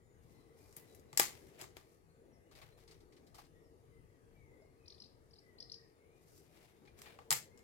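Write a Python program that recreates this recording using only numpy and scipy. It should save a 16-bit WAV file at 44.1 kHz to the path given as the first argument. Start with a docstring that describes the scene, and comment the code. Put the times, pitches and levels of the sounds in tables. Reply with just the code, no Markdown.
"""A break-barrel air rifle is cocked, loaded and shut close to the microphones in a paved yard: sharp cracks ring
steel, wooden stock and tin modes, and the butt bumps in low decaying tones. Sleeves, rummaging fingers and clacks
dying away are grainy filtered noise. A sparrow chirps close by in runs of short upward sweeps, far songbirds whistle
gliding tones and the town is patchy noise with machine tones and one gust. Ground and house walls answer rifle,
bumps and birds with reflections and noise tails; two spaced microphones listen."""
import sys
import numpy as np
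from scipy import signal
from scipy.fft import rfft, irfft, next_fast_len
from scipy.io import wavfile
from scipy.ndimage import uniform_filter1d, map_coordinates

SR = 44100
rng = np.random.default_rng(int(sys.argv[2]) if len(sys.argv) > 2 else 0)


def output_pcm(signal):
    """Save a mono or channel-first signal as 16-bit PCM at the path in sys.argv[1].

    Samples are clipped to [-1, 1] before scaling.
    """
    pcm = np.clip(np.atleast_2d(signal).T, -1, 1) * 32767
    wavfile.write(sys.argv[1], SR, np.round(pcm).astype(np.int16))


def level_to_linear(level):
    """Convert decibel levels to linear amplitude factors, elementwise."""
    exponent = np.asarray(level, float) / 20
    return 10 ** exponent


N = 336615  # length in samples


def unit(x):
    """Scaled to rms 1."""
    return x / np.sqrt(np.mean(x ** 2) + 1e-20)


def along(points, hz):
    """Values at hz from (f/Hz, value) points, interpolated on a log frequency axis."""
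    f, v = np.transpose(points)
    return np.interp(np.log(hz + 1), np.log(f + 1), v)


def wobble(rate):
    """A smooth random curve, rate knots a second."""
    knots = rng.standard_normal(int(N * rate / SR) + 4)
    return map_coordinates(knots, [np.arange(N) * rate / SR])


def filtered(x, response):
    """x times a complex response of frequency."""
    n = x.shape[-1]
    m = next_fast_len(n + 4096)
    return irfft(rfft(x, m) * response(np.fft.rfftfreq(m, 1 / SR)), m)[..., :n]


def peak(f, hz, width):
    """One causal resonance at hz, as a second-order band-pass response."""
    return 1j * f * width / (hz * hz - f * f + 1j * f * width)


def resonant(x, modes):
    """x rung through (f/Hz, width/Hz, level/dB) resonances of alternating sign."""
    def response(f):
        return sum((-1) ** k * level_to_linear(db) * peak(f, hz, width) for k, (hz, width, db) in enumerate(modes))
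    return filtered(x, response)


def spans(tables):
    """A gate that is open inside several short curves, and their columns sample by sample."""
    t = np.arange(N) / SR
    rows = np.concatenate([np.array(r) for r in tables])
    gate = sum(np.clip(np.minimum(t - r[0][0], r[-1][0] - t) / .015, 0, 1) for r in tables)
    return gate, [np.interp(t, rows[:, 0], column) for column in rows.T[1:]]


def arch(start, length, peak_share, levels_db, *glides):
    """Three curve rows for one gesture: start, peak, end; the other columns glide evenly."""
    at = np.array([0, np.clip(peak_share, .05, .95), 1])
    return np.transpose([start + length * at, levels_db] + [a + (b - a) * at for a, b in glides])


def rush(spectrum, patchy_db):
    """Stereo noise of rms 1 in slow patches, its left-right likeness set by frequency."""
    # likeness of two spaced microphones in distant sound: [f/Hz, correlation]
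    likeness = [(60, 0.46), (150, 0.53), (400, .6), (800, 0.59), (1500, 0.041)]
    z = signal.stft(rng.standard_normal((2, N)), nperseg=1024)[2]
    patches = uniform_filter1d(uniform_filter1d(rng.standard_normal(z.shape[1:]), 6, 0), 10, 1)
    pair = signal.istft(z * level_to_linear(patchy_db * unit(patches)), nperseg=1024)[1][:, :N]

    def mid_side(hz):
        turn = np.arccos(np.clip(along(likeness, hz), -1, 1)) / 2
        return level_to_linear(along(spectrum, hz)) * [np.cos(turn), np.sin(turn)]
    mid, side = filtered(pair, mid_side)
    return unit(np.array([mid + side, mid - side]))


def walls(x, delay_s, longer, piece_s=.25):
    """Diffuse answer of the yard: noise tails, a new one per channel for each stretch of sound."""
    # decay off the house walls, stretched by longer and cut shorter late on: [f/Hz, basic t60/s]
    yard_t60 = [(200, 0.41), (800, 0.17), (2000, 0.3), (5500, 0.29), (14000, 0.22)]
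    out, step = np.zeros((2, N + 2 * SR)), int(piece_s * SR)
    for i in range(0, N, step):
        hz, t, z = signal.stft(rng.standard_normal((2, SR // 2)), SR, nperseg=256)
        decay_db = -60 * t / (longer * along(yard_t60, hz)[:, None]) - 300 * (t / longer) ** 2
        tail = signal.istft(z * level_to_linear(decay_db), SR, nperseg=256)[1]
        # single surfaces stand out, each for 66 samples
        surfaces = np.repeat(level_to_linear(4 * rng.standard_normal((2, 400))), 66, axis=1)
        tail *= surfaces[:, :tail.shape[1]]
        tail /= np.linalg.norm(tail[0])
        wet = signal.fftconvolve(np.atleast_2d(x)[:, i:i + step], tail, axes=1)
        out[:, i + int(delay_s * SR):][:, :wet.shape[1]] += wet
    return out[:, :N]


def machine_hum():
    """Unsteady far machine tones: narrow bands of noise, equal at both microphones."""
    # [f/Hz, width/Hz, level/dB]
    tones = [(162, 6, -83), (375, 63, -79), (457.5, 3.6, -77.5), (1220, 120, -85.5), (9880, 150, -95),
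             (11400, 140, -96)]

    def tone(hz, width):
        return unit(filtered(rng.standard_normal(N), lambda f: np.exp(-((f - hz) / width) ** 2)))
    return sum(level_to_linear(db) * tone(hz, width) for hz, width, db in tones)


def wind_gust():
    """A puff of wind on the microphones: patchy bass noise of uneven level."""
    # [start t/s, length/s, level/dB, unevenness/dB]
    start, length, db, uneven_db = (2.5, 2.47, -78, 4)
    blowing = spans([[(start,), (start + length,)]])[0]
    gust_db = db + uneven_db * wobble(4.8)
    bass = [(10, -20), (30, 0), (50, -2), (120, -15), (300, -60)]  # f/Hz, relative level/dB
    return blowing * level_to_linear(gust_db) * rush(bass, patchy_db=3)


def town():
    """Far traffic and air as two patchy noises of drifting level, with machine tones and one gust."""
    # spectra of the low rumble and of the town above it: [f/Hz, relative level/dB]
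    rumble_spectrum = [(12, -45), (20, -12), (86, -1), (140, -3), (203, -13), (260, -14.5), (340, -39.5),
                       (570, -120)]
    town_spectrum = [(120, -29), (200, -7.5), (459, -1), (551, -8.5), (1150, -20), (1260, -25.5),
                     (2040, -20), (2500, -26.5), (3060, -29.5), (3750, -30), (4190, -30), (5730, -31),
                     (9970, -32), (15200, -36.5), (16400, -48)]
    # their drift: [t/s, rumble level/dB, town level/dB]
    drift = [(0, -69, -69.5), (.5, -69.5, -67), (1.2, -67, -65.5), (1.45, -68.5, -63), (2.0, -70, -69.5),
             (2.9, -71, -68), (3.75, -66.5, -69), (4.7, -70, -69), (5.6, -68, -68), (6.1, -73.5, -69),
             (6.85, -69.5, -68), (7.63, -71, -65.5)]
    rumble_db, town_db = spans([drift])[1]
    rumble = level_to_linear(rumble_db) * rush(rumble_spectrum, patchy_db=1.77)
    air = level_to_linear(town_db) * rush(town_spectrum, patchy_db=2.5)
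    return rumble + air + wind_gust() + machine_hum()


def whistle(notes, waver):
    """Slightly unsteady pure tones that swell, glide and fade."""
    swell_share = .3
    shape_db = np.array([-2, 0, -8])  # start, peak, end
    curves = [arch(s, length, swell_share, db + shape_db, (first, last)) for s, length, first, last, db in notes]
    gate, (db, hz) = spans(curves)
    phase = 2 * np.pi * np.cumsum(hz * (1 + waver * wobble(40))) / SR
    return gate * level_to_linear(db + 3 * wobble(35)) * np.sqrt(2) * np.sin(phase)


def far_songbirds():
    """Far whistled notes, near-pure tones around 2 kHz."""
    # [start t/s, length/s, first f/Hz, last f/Hz, level before distance/dB]
    notes = [(.27, .14, 2040, 2000, -79), (.46, .09, 2007, 2100, -78), (.55, .14, 2304, 2505, -82),
             (.75, 0.15, 2032, 2000, -75), (1.3, 0.19, 2080, 2124, -86), (2.28, 0.15, 2050, 2040, -83.5),
             (2.455, .04, 2910, 2860, -81), (3.52, 0.11, 1870, 1850, -79), (3.9, .1, 2100, 2000, -80),
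             (4.08, .07, 1960, 1900, -83), (4.34, 0.21, 2322, 1940, -75.5), (4.57, .12, 2170, 2000, -82),
             (4.78, 0.13, 2637, 2190, -80), (5.4, 0.2, 2051, 1840, -75.5), (5.71, 0.15, 1930, 1750, -80),
             (5.985, 0.054, 2000, 2330, -76.5), (6.036, .15, 2330, 2480, -83),
             (7.5, 0.12, 2160, 2140, -74.5)]
    return whistle(notes, waver=.014)


def thin_calls():
    """Thin high bird calls, short near-pure tones."""
    # [start t/s, length/s, first f/Hz, last f/Hz, level before distance/dB]
    notes = [(.02, 0.23, 7100, 6440, -82), (.33, 0.12, 4210, 3920, -74), (.87, .09, 4030, 3900, -71),
             (1.08, .05, 4070, 4000, -73.5), (2.08, .09, 4240, 4283, -82), (2.32, .06, 5570, 5100, -74),
             (2.71, 0.074, 4100, 4080, -75.5), (3.63, .07, 5540, 4850, -80),
             (4.61, 0.035, 5400, 4750, -74.5)]
    return whistle(notes, waver=.012)


def sparrow():
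    """Husky notes of a few milliseconds sweep upward, with a weak octave and a low edge; returned with
    the echoes by which branches and eaves repeat them."""
    # calls, each a run of short notes: [start t/s, notes, spacing/s, level/dB, growth a note/dB]
    calls = [(4.857, 5, .022, -53, 0.9), (4.982, 5, 0.019, -48, -1.55), (5.284, 5, 0.025, -72.5, 5.5),
             (5.584, 3, 0.019, -49, 1.3), (5.697, 3, 0.021, -43.5, -3)]
    # successive notes of a run: [middle f/Hz, level/dB]
    run = [(4430, -10), (5054, -0.5), (4640, -0.6), (4360, -5.5), (4650, -9.5)]
    half_note_s = 0.0029  # from the middle to 1/e
    out, t = np.zeros(N), np.arange(-330, 330) / SR
    husk = 1 + .95 * wobble(1200)
    notes = []
    for s, count, gap, db, growth_db in calls:
        for k in range(round(count)):
            hz, note_db = run[k]
            notes.append((s + k * gap, db + growth_db * k + note_db, hz))
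    # a weaker close echo follows each note within a few milliseconds, its pitch slightly varied
    close_echoes = [(s + rng.uniform(.003, .00564), db - 5, hz * rng.uniform(1, 1.12)) for s, db, hz in notes]
    for s, db, hz in notes + close_echoes:
        sweep = rng.uniform(0.88e5, 3.3e5)  # Hz per second
        phase = 2 * np.pi * (hz * t + sweep / 2 * t * t) + rng.uniform(0, 6)
        note = np.exp(-(t / half_note_s) ** 2) * (np.sin(phase) + level_to_linear(-27.5) * np.sin(2 * phase))
        edge = level_to_linear(-17) * np.exp(-((t + .002) / .002) ** 2) * np.sin(.72 * phase)
        out[round((s + .0027) * SR) - 330:][:len(t)] += level_to_linear(db) * (note + edge)
    # the small throat radiates little low down
    bird = husk * filtered(out, lambda f: 1 / (1 + (2900 / (f + 1)) ** 6))
    delays_s = rng.uniform(.055, .21, (2, 8)) ** 2
    echoes = [sum(level_to_linear(-13 - 170 * d) * np.roll(bird, int(d * SR)) for d in side) for side in delays_s]
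    return bird, np.array(echoes)


def rubbing(tables, gusty_db, crackle_db):
    """Grainy rubbing: separate noise at each microphone in shared uneven gusts."""
    # spectra of the body, the hiss and a dull rub: [f/Hz, relative level/dB]
    body = [(800, -10.5), (1300, -2.5), (2200, 0.5), (4500, -7.5), (7000, -24.5)]
    hiss = [(3000, -14.5), (5000, -1), (9000, -4.5), (13000, -3), (15500, -10.5), (17000, -55)]
    dull_rub = [(350, -29.5), (600, -0.5), (1000, -7), (1500, -24.5)]
    gate, (body_db, hiss_db) = spans(tables)
    levels_db = body_db, body_db + hiss_db, body_db - 1.3
    grain = level_to_linear(gusty_db * wobble(40) + crackle_db * wobble(350))

    def layer(spectrum):
        return unit(filtered(grain * rng.standard_normal((2, N)), lambda hz: level_to_linear(along(spectrum, hz))))
    return gate * sum(level_to_linear(db) * layer(c) for db, c in zip(levels_db, (body, hiss, dull_rub)))


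def sleeves_and_rummaging():
    """Grainy noise of sleeves, and of the clacks dying away in the yard; a hand rummages in cracklier grabs."""
    # sleeves and dying clacks, in stretches: [t/s, body level/dB, hiss over body/dB]
    rustle = [
        [(.22, -93.5, 14), (.33, -84, 5.5), (.43, -80, 1)],
        [(.55, -88, -3), (.582, -81, 9), (.758, -84, 9.5), (.775, -72, 4), (.83, -72.5, -4), (.968, -84, 10),
         (1.07, -104, -2), (1.12, -84, 2.1)],
        [(1.28, -60, -13), (1.34, -67, -2), (1.44, -78.5, 5.5), (1.576, -72, -9), (1.624, -55.5, -1.1),
         (1.7, -107, -21), (1.774, -64, 4.5), (1.79, -74.5, -2.5), (2.0, -91.5, 9)],
        [(6.15, -87.5, 3), (6.3, -85, 10.5), (6.38, -82, 15), (6.48, -78.5, 0.2), (6.62, -69, -3.5),
         (6.75, -81.5, -3), (6.96, -84, -15), (6.99, -71, 5), (7.08, -61, -18), (7.18, -74, -22),
         (7.22, -84, 1.1), (7.29, -80, -7.5)],
    ]
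    # rummaging for pellets, one grab a row: [start t/s, length/s, peak body level/dB, hiss over body/dB]
    rummage = [(2.508, 0.26, -65.5, -8), (2.762, 0.11, -72, -2.5), (2.867, 0.16, -72.5, -8),
               (3.113, 0.15, -81, -15), (3.337, 0.15, -67, -4.5)]
    peak_share, shape_db = 0.311, np.array([-7, 0, -17])  # shape: start, peak, end
    grabs = [arch(s, length, peak_share, db + shape_db, (hiss_db, hiss_db)) for s, length, db, hiss_db in rummage]
    return rubbing(rustle, gusty_db=2.0, crackle_db=2) + rubbing(grabs, gusty_db=1.5, crackle_db=3)


def bumps():
    """Soft wooden contacts: decaying low tones with a slow start."""
    # the butt bumps thigh and table: [t/s, low level/dB, mid level/dB]
    butt_bumps = [(.77, -58.5, -61), (1.13, -51.5, -58), (1.203, -55.5, -43), (1.62, -54.5, -45),
                  (1.767, -61, -53), (7.317, -42.5, -60)]
    # its low and mid tone: [f/Hz, t60/s]
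    butt_modes = [(140, .1), (365, .055)]
    # short woody knocks: [t/s, level/dB, f/Hz]
    woody_knocks = [(3.384, -61, 1104), (6.877, -63, 2400), (7.062, -58.5, 2390), (4.62, -57, 628),
                    (6.5, -65.5, 607), (7.313, -37, 923)]
    out, t = np.zeros(N + SR), np.arange(SR // 3) / SR
    rings = [(s, db, *mode) for s, *levels in butt_bumps for db, mode in zip(levels, butt_modes)]
    rings += [(*knock, 0.089) for knock in woody_knocks]  # t60/s
    for s, db, hz, t60 in rings:
        ring = level_to_linear(db - 60 * t / t60) * np.sin(2 * np.pi * hz * t)
        out[round(s * SR):][:len(t)] += ring * (1 - np.exp(-t / .002))
    return out[:N]


def contacts(events, metal, rattle_s, crack, alike):
    """Each contact is a crack and a brief rattle that ring metal, stock, clank and sheen in their own proportions.
    Returns left, right and the average over all directions, which reaches the walls."""
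    # modes of the wooden stock, the mid clank and the top sheen: [f/Hz, width/Hz, level/dB]
    stock = [(464, 510, -13.5), (828, 88, -1), (1180, 130, -5)]
    clank = [(1490, 460, -9.5), (2050, 400, 1), (3108, 1500, -7.5), (4300, 850, -6.5)]
    sheen = [(10500, 5400, -1.5), (12900, 3700, 2.5), (14540, 2000, -7)]
    out, t = np.zeros((3, N + SR)), np.arange(SR // 12) / SR
    turn = np.arccos(np.clip(alike, 0, 1)) / 2
    groups, f = (metal, stock, clank, sheen), np.fft.rfftfreq(len(t), 1 / SR)
    powers = [sum(np.abs(level_to_linear(db) * peak(f, hz, w)) ** 2 for hz, w, db in modes) for modes in groups]
    for s, db, stock_db, clank_db, sheen_db, pan_db in events:
        a, b = rng.standard_normal((2, 4, len(t))) * level_to_linear(-60 * (t / rattle_s) ** 2.3)
        a[:, 0] = crack
        # each side sees another face of the metal
        pair = np.array([np.cos(turn) * a + np.sin(turn) * b, np.cos(turn) * a - np.sin(turn) * b])
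        rings = [resonant(pair[:, k], modes) for k, modes in enumerate(groups)]
        sizes_db = [0, stock_db, clank_db, sheen_db]
        rings = [level_to_linear(db + size) * r / np.abs(r).max() for size, r in zip(sizes_db, rings)]
        spread = np.sqrt(sum(len(t) * r.var() * p / p.mean() for r, p in zip(rings, powers)))
        start = round(s * SR)
        out[:2, start:start + len(t)] += sum(rings) * level_to_linear([[pan_db / 2], [-pan_db / 2]])
        # a symmetric pulse, shifted 4 ms to stand whole
        out[2, start:start + len(t)] += np.roll(irfft(spread, len(t)), shift=SR // 250)
    return out[:, :N]


def finger_taps():
    """Fingers on pellets, tin and table: soft contacts that ring the pellet tin, toward the left."""
    # [t/s, metal peak level/dB, stock knock/dB, mid clank/dB, top sheen/dB], the last three relative to the metal
    taps = [(2.5127, -59, -1, -9.5, -9), (2.5518, -54.5, -14, -4, -9), (2.5747, -60, -4, -7, -16),
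            (2.616, -56.5, 3.5, 5, -6.5), (2.7994, -63, -19, -12.5, -20), (2.877, -55, -18, -9, -21),
            (2.9103, -53.5, -13, -10, -15), (3.0044, -63.5, -14, -7, -13.5), (3.1228, -65, -2.5, 1, -14),
            (3.1653, -62, -10.5, -1, -18), (3.2675, -62, -12, -7, -7), (3.3447, -52.5, 0, -21, -5.5),
            (3.3836, -56.5, 6.5, -7, -2), (3.4467, -64, -11, -10.5, -15.5), (6.8524, -68.5, 5.5, 4.5, -12),
            (6.873, -69.5, 5, 12.5, -23.5), (7.0594, -59, 2.5, 10, -5.5)]
    # pellet tin: [f/Hz, width/Hz, level/dB]
    tin = [(4100, 1340, -1.5), (5280, 800, 0.5), (6140, 1100, -5.5), (8400, 1800, -8)]
    pan_db = 5  # left over right
    return contacts([(*tap, pan_db) for tap in taps], tin, rattle_s=0.046, crack=5, alike=0.27)


def rifle():
    """Hard steel clacks of latch, barrel and sear; each is followed 6 ms later by a weaker, brighter
    reflection from ground or wall."""
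    # [t/s, steel peak level/dB, stock knock/dB, top sheen/dB, left-right/dB], knock and sheen relative to the steel
    clacks = [(.726, -53.5, -11, -9, 6), (.766, -52, -11.5, 14.5, 8), (.948, -60, -12, 6, 12),
              (.996, -61, -14, 0.5, 8.5), (1.129, -46, -0.5, -4.5, 2), (1.174, -13, -20.5, -8, 4),
              (1.1946, -33, -20.5, 1.5, 3), (1.1964, -15, -6.5, 1.1, 2.5), (1.5912, -51, -14.5, -15, 1.1),
              (1.613, -35.5, -10.5, -6.5, 6.5), (1.64, -55, 11, -5, -3), (1.7675, -52, 6, -1.5, 10),
              (6.989, -52, -9, -6.5, 4), (7.0174, -42, -12, -3.14, -2.5), (7.188, -61.5, 18.5, -17, 6),
              (7.3058, -14, -19.5, -13.5, 6), (7.314, -23.5, -1.5, -2.5, 2.5),
              (7.3256, -22.5, -10.5, 5, -3), (7.575, -52, -18, -22, 9.5), (7.5904, -60.5, -5, -2.5, 8)]
    # [f/Hz, width/Hz, level/dB]
    steel = [(5100, 1300, -4), (6570, 440, -1), (7400, 900, 0.5), (8500, 1000, -8)]
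    s, db, stock_db, sheen_db, pan_db = np.transpose(clacks)
    clank_db = 3.5 + 0.76 * stock_db + .3 * sheen_db  # the mid clank follows knock and sheen
    blows = np.transpose([s, db, stock_db, clank_db, sheen_db, pan_db])
    reflections = blows + [.0059, -11, 0, 0, 5, 0]  # later by s, weaker by dB, sheen up by dB
    return contacts(np.vstack([blows, reflections]), steel, rattle_s=.008, crack=1.9, alike=0.25)


def scene():
    """Rifle, bumps and sparrow are direct plus walls; the far whistles reach the microphones mostly off the walls."""
    # left-right balance of the microphones: [f/Hz, left over right/dB]
    balance = [(60, 8), (150, 8.5), (500, 3), (2400, 5.5), (8000, 5.5), (15000, -0.5)]
    left, right, spread = rifle() + finger_taps()
    bird, echoes = sparrow()
    soft, song, peeps = bumps(), far_songbirds(), thin_calls()
    far = level_to_linear(-8) * song + walls(song, delay_s=.01, longer=2.0) + level_to_linear(-7) * peeps
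    wet = level_to_linear(-5.5) * walls(spread, delay_s=.0035, longer=1.065)
    wet = wet + level_to_linear(-4.5) * walls(soft, delay_s=.006, longer=1.0)
    wet = wet + echoes + level_to_linear(-9) * walls(bird + .6 * peeps, delay_s=.008, longer=1.7, piece_s=.1)
    ambience = wet + soft + far + sleeves_and_rummaging() + town()
    around = filtered(ambience, lambda hz: level_to_linear(along(balance, hz) * [[.5], [-.5]]))
    return around + [left, right] + bird * level_to_linear([[4], [-4]])  # the sparrow sits to the left


def top_cut(x):
    """Nothing passes above the cut-off."""
    return signal.sosfilt(signal.butter(12, 16790, fs=SR, output="sos"), x)


def record(dry):
    """The right microphone stands a hand farther away; the band ends at a sharp top limit."""
    right_lag_s, top_hz = 14 / SR, 16300

    def spacing(hz):
        return (hz < top_hz) * np.exp(2j * np.pi * hz * right_lag_s * np.array([[.5], [-.5]]))
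    return top_cut(filtered(dry, spacing))


dry = scene()
out = record(dry)
output_pcm(out)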